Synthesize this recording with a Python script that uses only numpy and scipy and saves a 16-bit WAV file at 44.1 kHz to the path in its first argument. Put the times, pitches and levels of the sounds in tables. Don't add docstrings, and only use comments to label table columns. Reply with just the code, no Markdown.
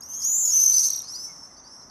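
import sys
import numpy as np
from scipy import signal
from scipy.fft import rfft, irfft
from scipy.io import wavfile

SR = 44100
rng = np.random.default_rng(int(sys.argv[2]) if len(sys.argv) > 2 else 0)


def store_wav(level_fs):
    pcm = np.round(np.clip(np.atleast_2d(level_fs), -1, 1) * 32767)
    wavfile.write(sys.argv[1], SR, pcm.T.astype(np.int16))


def boost(x):
    u = np.asarray(x, float) / 20
    return 10 ** u


N = 83790

# (multiple of the pitch, level [dB], hoarseness [0-1])
VOICE_PARTIALS = [(.5, -43, .5), (1, 0, .06), (1.5, -19, .45), (2, -15.5, .33), (2.5, -25, .5)]


def rms_one(x):
    return x / np.sqrt(np.mean(x ** 2) + 1e-20)


def drift(rate_hz, size):
    settle = 2000
    r = np.exp(-2 * np.pi * rate_hz / SR)
    gain = 2 * (1 - r) ** 1.5 / np.sqrt(r + 1)
    noise = rng.standard_normal(size + settle)
    return np.sqrt(2) * signal.lfilter([gain], [1, -2 * r, r * r], noise)[settle:]


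def filtered(x, order, hz, kind="low"):
    return signal.sosfilt(signal.butter(order, hz, kind, fs=SR, output="sos"), x)


def add(out, start_s, sound):
    i = int(start_s * SR)
    a, b = max(i, 0), min(i + len(sound), N)
    if b > a:
        out[a:b] += sound[a - i:b - i]


def voice(hz, db, partials, buzz=0):
    breath_db, buzz_breath_db, breath_low_hz = -39, 11, 6800
    hoarse_hz, buzz_hoarseness = 550, 1.3
    n = len(hz)
    phase = 2 * np.pi * np.cumsum(hz) / SR
    breath = filtered(rng.standard_normal(n), 2, breath_low_hz, "high")
    out = boost(breath_db + buzz_breath_db * buzz) * breath
    for multiple, partial_db, hoarse in partials:
        h = np.clip(hoarse * (1 + buzz_hoarseness * buzz), 0, 1)
        smear = 1 - h + h * drift(hoarse_hz, n)
        below_limit = multiple * hz < .45 * SR
        out = out + boost(partial_db) * smear * np.sin(multiple * phase) * below_limit
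    return np.sqrt(2) * boost(db) * out


def scream(hz, db, buzz):
    buzz_hz, buzz_jitter, buzz_fall_hz = 268, .07, 1000
    wobble_hz, flutter_db, edge_s = 22, 1.8, .004
    n, buzz = len(hz), np.clip(buzz, 0, 1)
    cycle = np.cumsum(buzz_hz * (1 + buzz_jitter * drift(25, n)) / SR) % 1
    hz = hz + wobble_hz * drift(57.4, n) + buzz * buzz_fall_hz * (.5 - cycle)
    chop = 1 - buzz + buzz * 2.7 * np.sin(np.pi * cycle) ** 2
    t = np.arange(n) / SR
    edge = np.clip(np.minimum(t, t[-1] - t) / edge_s, 0, 1)
    return edge * chop * voice(hz, db + flutter_db * drift(44, n), VOICE_PARTIALS, buzz)


def swoop(length_s, first_hz, top_hz, db):
    fast_rise_s, slow_rise_s, fast_share = .015, .09, .62
    swell_db, release_s, late_buzz = 4.5, .03, .45
    t = np.arange(int(length_s * SR)) / SR
    left_to_rise = fast_share * np.exp(-t / fast_rise_s) + (1 - fast_share) * np.exp(-t / slow_rise_s)
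    release = np.clip(1 - (length_s - t) / release_s, 0, 1)
    level = db - swell_db * left_to_rise - 15 * release
    return scream(top_hz - (top_hz - first_hz) * left_to_rise, level, late_buzz * t / length_s)


def chip(length_s, hz, fall_hz, db, partials):
    u = np.linspace(0, 1, int(length_s * SR))
    return np.sin(np.pi * u) ** 2 * voice(hz + fall_hz * (.5 - u), db, partials)


def screams():
    # (time [s], pitch [Hz], level [dB], buzz [0-1])
    leads = [
        [(.201, 4950, -42.5, 0.27), (.22, 6005, -30.5, 0.05), (.246, 6517, -26, 0.33), (.3, 6870, -23.5, 0.06),
         (.355, 7083, -25.5, 0.58), (.4, 7316, -26.5, 0.71), (.45, 6944, -21.5, 0.4), (.5, 6737, -24.5, 0),
         (.53, 6370, -32.5, 0.9)],
        [(.474, 4520, -42, 0), (.49, 4953, -49, 0.9), (.512, 5350, -29.5, 0), (.536, 6050, -18, 0.1),
         (.57, 6190, -19, 0), (.61, 6246, -20.5, 0.08), (.65, 6210, -25.5, 0), (.72, 6141, -23, 0.2),
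         (.8, 6070, -26, 0)],
        [(.79, 6108, -30, 0.41), (.803, 6180, -20, 0.7), (.815, 6203, -27, 1), (.83, 6177, -26, 0.6),
         (.86, 6160, -21, 0.42), (.886, 6280, -27.5, 0.98), (.895, 5830, -68, 1)],
    ]
    # (time [s], pitch [Hz], level [dB], buzz [0-1])
    stragglers = [
        [(1.073, 4980, -68, 0.4), (1.082, 4925, -36.5, 0.2), (1.107, 5480, -39.5, 0.53), (1.14, 5847, -37, 0),
         (1.19, 5960, -41, 0), (1.25, 5906, -39.5, 0.1), (1.3, 6100, -46.5, 0), (1.345, 5705, -59, 0.2)],
        [(1.133, 4110, -45, 0.2), (1.147, 4390, -42, 0), (1.163, 5060, -34.5, 0.1), (1.183, 4860, -41, 0),
         (1.2, 5210, -39, 0), (1.25, 5430, -38, 0), (1.33, 5483, -50, 0.55), (1.42, 5304, -54.5, 0.16),
         (1.465, 5400, -46, 0.05)],
        [(1.638, 4510, -53, 0.1), (1.67, 4780, -50.5, 0.05), (1.7, 5210, -56, 0.3), (1.735, 5456, -46.5, 0.13),
         (1.79, 5620, -53, 0), (1.9, 5730, -58, 0.35)],
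    ]
    # (start [s], length [s], first pitch [Hz], top pitch [Hz], level [dB])
    swoops = [(0.016, 0.17, 4580, 6300, -41), (0.084, 0.14, 5840, 6580, -34.5),
              (0.13, 0.14, 4660, 6600, -42), (0.219, 0.35, 4550, 6440, -30), (0.29, 0.238, 6450, 6900, -29),
              (0.14, 0.13, 6300, 6800, -37.5), (0.61, 0.037, 5170, 6100, -31),
              (0.567, 0.12, 5600, 6300, -19), (0.588, 0.16, 4400, 6200, -33.5),
              (0.64, 0.18, 5200, 5950, -29), (0.774, 0.094, 4800, 6250, -26),
              (0.834, 0.18, 4950, 5800, -34), (0.45, 0.028, 5300, 5750, -27),
              (1.027, 0.04, 5100, 5000, -45.5), (1.03, 0.08, 3940, 4700, -50.5),
              (1.566, 0.044, 4430, 5200, -52), (1.895, 0.022, 4520, 5200, -41),
              (1.35, 0.14, 5370, 5390, -54), (1.47, 0.11, 5350, 5310, -51.5),
              (1.34, 0.16, 5700, 6150, -53.5)]
    out = np.zeros(N)
    for track in leads + stragglers:
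        s, *columns = np.transpose(track)
        t = np.arange(s[0], s[-1], 1 / SR)
        add(out, s[0], scream(*[np.interp(t, s, c) for c in columns]))
    for s, *shape in swoops:
        add(out, s, swoop(*shape))
    return out


def throbs():
    # (middle [s], length [s], pitch [Hz], level [dB])
    pulses = [(.562, .012, 6290, -18.5), (.64, .012, 6334, -16), (.664, .013, 6200, -13),
              (.684, .022, 6244, -16), (.7, 0.016, 6110, -14.5), (.713, 0.012, 6123, -15),
              (.725, .012, 6008, -22), (.745, .024, 6116, -16.5), (.762, .012, 6195, -18.5),
              (.771, 0.014, 6100, -19.5), (.783, .014, 6000, -17)]
    rise_hz = 100
    out = np.zeros(N)
    for s, length, hz, db in pulses:
        add(out, s - length / 2, chip(length, hz, -rise_hz, db, VOICE_PARTIALS))
    return out


def trills():
    # (start [s], gap [s], first pitch [Hz], drop per chip [Hz], first level [dB])
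    rows = [
        (.01, .0262, 6500, 30, -37),
        (.411, .027, 6050, 40, -32),
        (.563, .0255, 6500, 20, -23),
        (.9055, .0288, 6130, 90, -19),
    ]
    # (multiple of the pitch, level [dB], hoarseness [0-1])
    trill_partials = [(1, 0, .05), (1.5, -15, .5), (2, -11, .3), (2.5, -22, .5)]
    fade_db, chip_s, rise_hz = 2.5, .01, 250
    out = np.zeros(N)
    for s, gap, hz, drop, db in rows:
        for k in range(5):
            note = chip(chip_s, hz - k * drop, -rise_hz, db - k * fade_db, trill_partials)
            add(out, s + k * gap - chip_s / 2, note)
    return out


def rasping_bird():
    # (start [s], pulses, middle pitch [Hz], level [dB])
    bursts = [
        (0.7324, 4, 4800, -29),
        (0.752, 1, 4720, -31),
        (0.7642, 1, 4950, -27.5),
        (0.774, 1, 4760, -31),
        (0.7847, 4, 4740, -30),
        (0.831, 5, 4626, -31.5),
        (0.856, 1, 4500, -37),
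        (0.864, 1, 4360, -36),
        (0.888, 1, 4570, -37),
        (.896, 1, 4170, -35.5),
    ]
    # (middle [s], middle pitch [Hz], fall
    # [Hz], level [dB])
    single_chips = [(.65, 5300, 600, -29), (.666, 4620, 200, -39), (.692, 5200, 600, -36),
                    (.722, 3950, 300, -40), (.905, 4300, 1500, -38), (.915, 4430, 400, -32),
                    (.924, 4400, 1300, -32), (.943, 3700, 300, -39), (.95, 4400, 1400, -31),
                    (.977, 4350, 1500, -32), (1.005, 3750, 300, -41), (.527, 5850, -300, -26),
                    (.552, 5500, -500, -30), (1.046, 5450, 200, -38), (1.073, 5100, 300, -41)]
    gap_s, pulse_s, fall_hz = .0042, .0032, 1500
    reedy = [(1, -4, 0.14), (1.6, -11, .5), (2, -3, 0.25)]  # multiple, dB, hoarseness
    thin = [(1, -1, 0.2), (2, -12, 0.7)]
    out = np.zeros(N)
    for s, pulses, hz, db in bursts:
        for k in range(int(round(pulses))):
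            add(out, s + k * gap_s - pulse_s / 2, chip(pulse_s * 1.045, hz, fall_hz, db + 6.5, reedy))
    for s, hz, fall, db in single_chips:
        add(out, s - .004, chip(0.0075, hz, fall, db, thin))
    return out


def whistling_bird():
    # (start [s], length [s], first pitch [Hz], last pitch [Hz], level [dB])
    whistles = [(.05, .3, 3220, 3330, -61), (.03, .2, 2850, 2900, -66), (.18, .16, 3150, 3200, -62),
                (.5, .16, 2780, 2790, -54), (.506, .077, 3050, 3550, -53), (.57, .08, 3500, 3450, -58),
                (.68, .06, 2900, 3000, -57), (1.262, .084, 2280, 2077, -56), (1.495, .043, 2120, 1920, -62),
                (1.807, .02, 4150, 4050, -62), (1.59, .02, 3650, 3600, -65)]
    out = np.zeros(N)
    for s, length, first, last, db in whistles:
        add(out, s, chip(length, (first + last) / 2, first - last, db, [(1, 0, 0.24)]))
    return out


def wings():
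    # (time [s], level [dB])
    rush = [
        (0, -70.5),
        (.4, -81),
        (.55, -55),
        (.8, -56.5),
        (.95, -61),
        (1.101, -66.5),
        (1.35, -71.5),
        (1.9, -74.5),
    ]
    s, db = np.transpose(rush)
    air = filtered(rng.standard_normal(N), 1, [1500, 4500], "band")
    flutter_db = 0.9 * drift(28, N)
    return boost(np.interp(np.arange(N) / SR, s, db) + flutter_db) * rms_one(air)


def far_birds():
    per_s, base_db, low_hz, high_hz, sag_hz_per_s = 30, -62, 5800, 6900, 250
    out = np.zeros(N)
    for k, (when, pitch, length, loudness) in enumerate(rng.random((66, 4))):
        top_hz = low_hz + (high_hz - low_hz) * pitch - sag_hz_per_s * k / per_s
        call = swoop(0.083 + 0.13 * length, .9 * top_hz, top_hz, base_db + 6 * loudness)
        add(out, (k + when) / per_s - .3, call)
    return filtered(out, 3, 7000)


def walls(x):
    near_t60_s, late_t60_s, late_db, delay_s = .25, 2.28, -23.5, .008
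    t = np.arange(SR) / SR
    decay = boost(-60 * t / near_t60_s) + boost(late_db - 60 * t / late_t60_s)
    tail = rng.standard_normal(SR) * decay * (t > delay_s)
    tail = filtered(tail, 1, [3000, 9000], "band")
    return signal.fftconvolve(x, tail / np.sqrt(np.sum(tail ** 2)))[:N]


def town():
    # (frequency [Hz], level [dB])
    hum_spectrum = [(30, -22), (40, 7.5), (55, -3), (252, 0), (438, -6.5), (1100, -2), (2040, -15.5),
                    (2500, -31), (4000, -58), (5200, -39), (8800, -120)]
    hum_db, hiss_db, hiss_cut_hz = -54.5, -80, 12600
    hz = np.maximum(np.fft.rfftfreq(N, 1 / SR), 1)
    at, db = np.transpose(hum_spectrum)
    shape_db = np.interp(np.log(hz), np.log(at), db)
    shape_db = shape_db - 30 * np.clip(np.log2(at[0] / hz), 0, 3) - 12 * np.clip(np.log2(hz / at[-1]), 0, 3)
    hum = rms_one(irfft(boost(shape_db) * rfft(rng.standard_normal(N)), N))
    hiss = filtered(rng.standard_normal(N), 12, hiss_cut_hz)
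    return boost(hum_db) * hum + boost(hiss_db) * hiss


def scene():
    echo_db, far_direct_db = -14, -8
    gone_s, gone_fade_s, gone_cut_hz = 0.91, 0.12, 12200
    near = screams() + throbs() + trills() + rasping_bird() + whistling_bird()
    far = far_birds()
    echoes = walls(boost(echo_db) * near + far)
    heard = near + boost(far_direct_db) * far + echoes + wings() + town()
    gone = np.clip((np.arange(N) / SR - gone_s) / gone_fade_s, 0, 1)
    dull = signal.sosfiltfilt(signal.butter(16, gone_cut_hz, fs=SR, output="sos"), heard)
    return ((1 - gone) * heard + gone * dull)[None]


def top_cut(x):
    return signal.sosfilt(signal.butter(12, 15950, fs=SR, output="sos"), x)


def record(dry):
    mix = filtered(dry, 8, 43, "high")
    mix = signal.sosfilt(signal.cheby2(12, 70, 16150, fs=SR, output="sos"), mix)
    return top_cut(mix)


dry = scene()
out = record(dry)
store_wav(out)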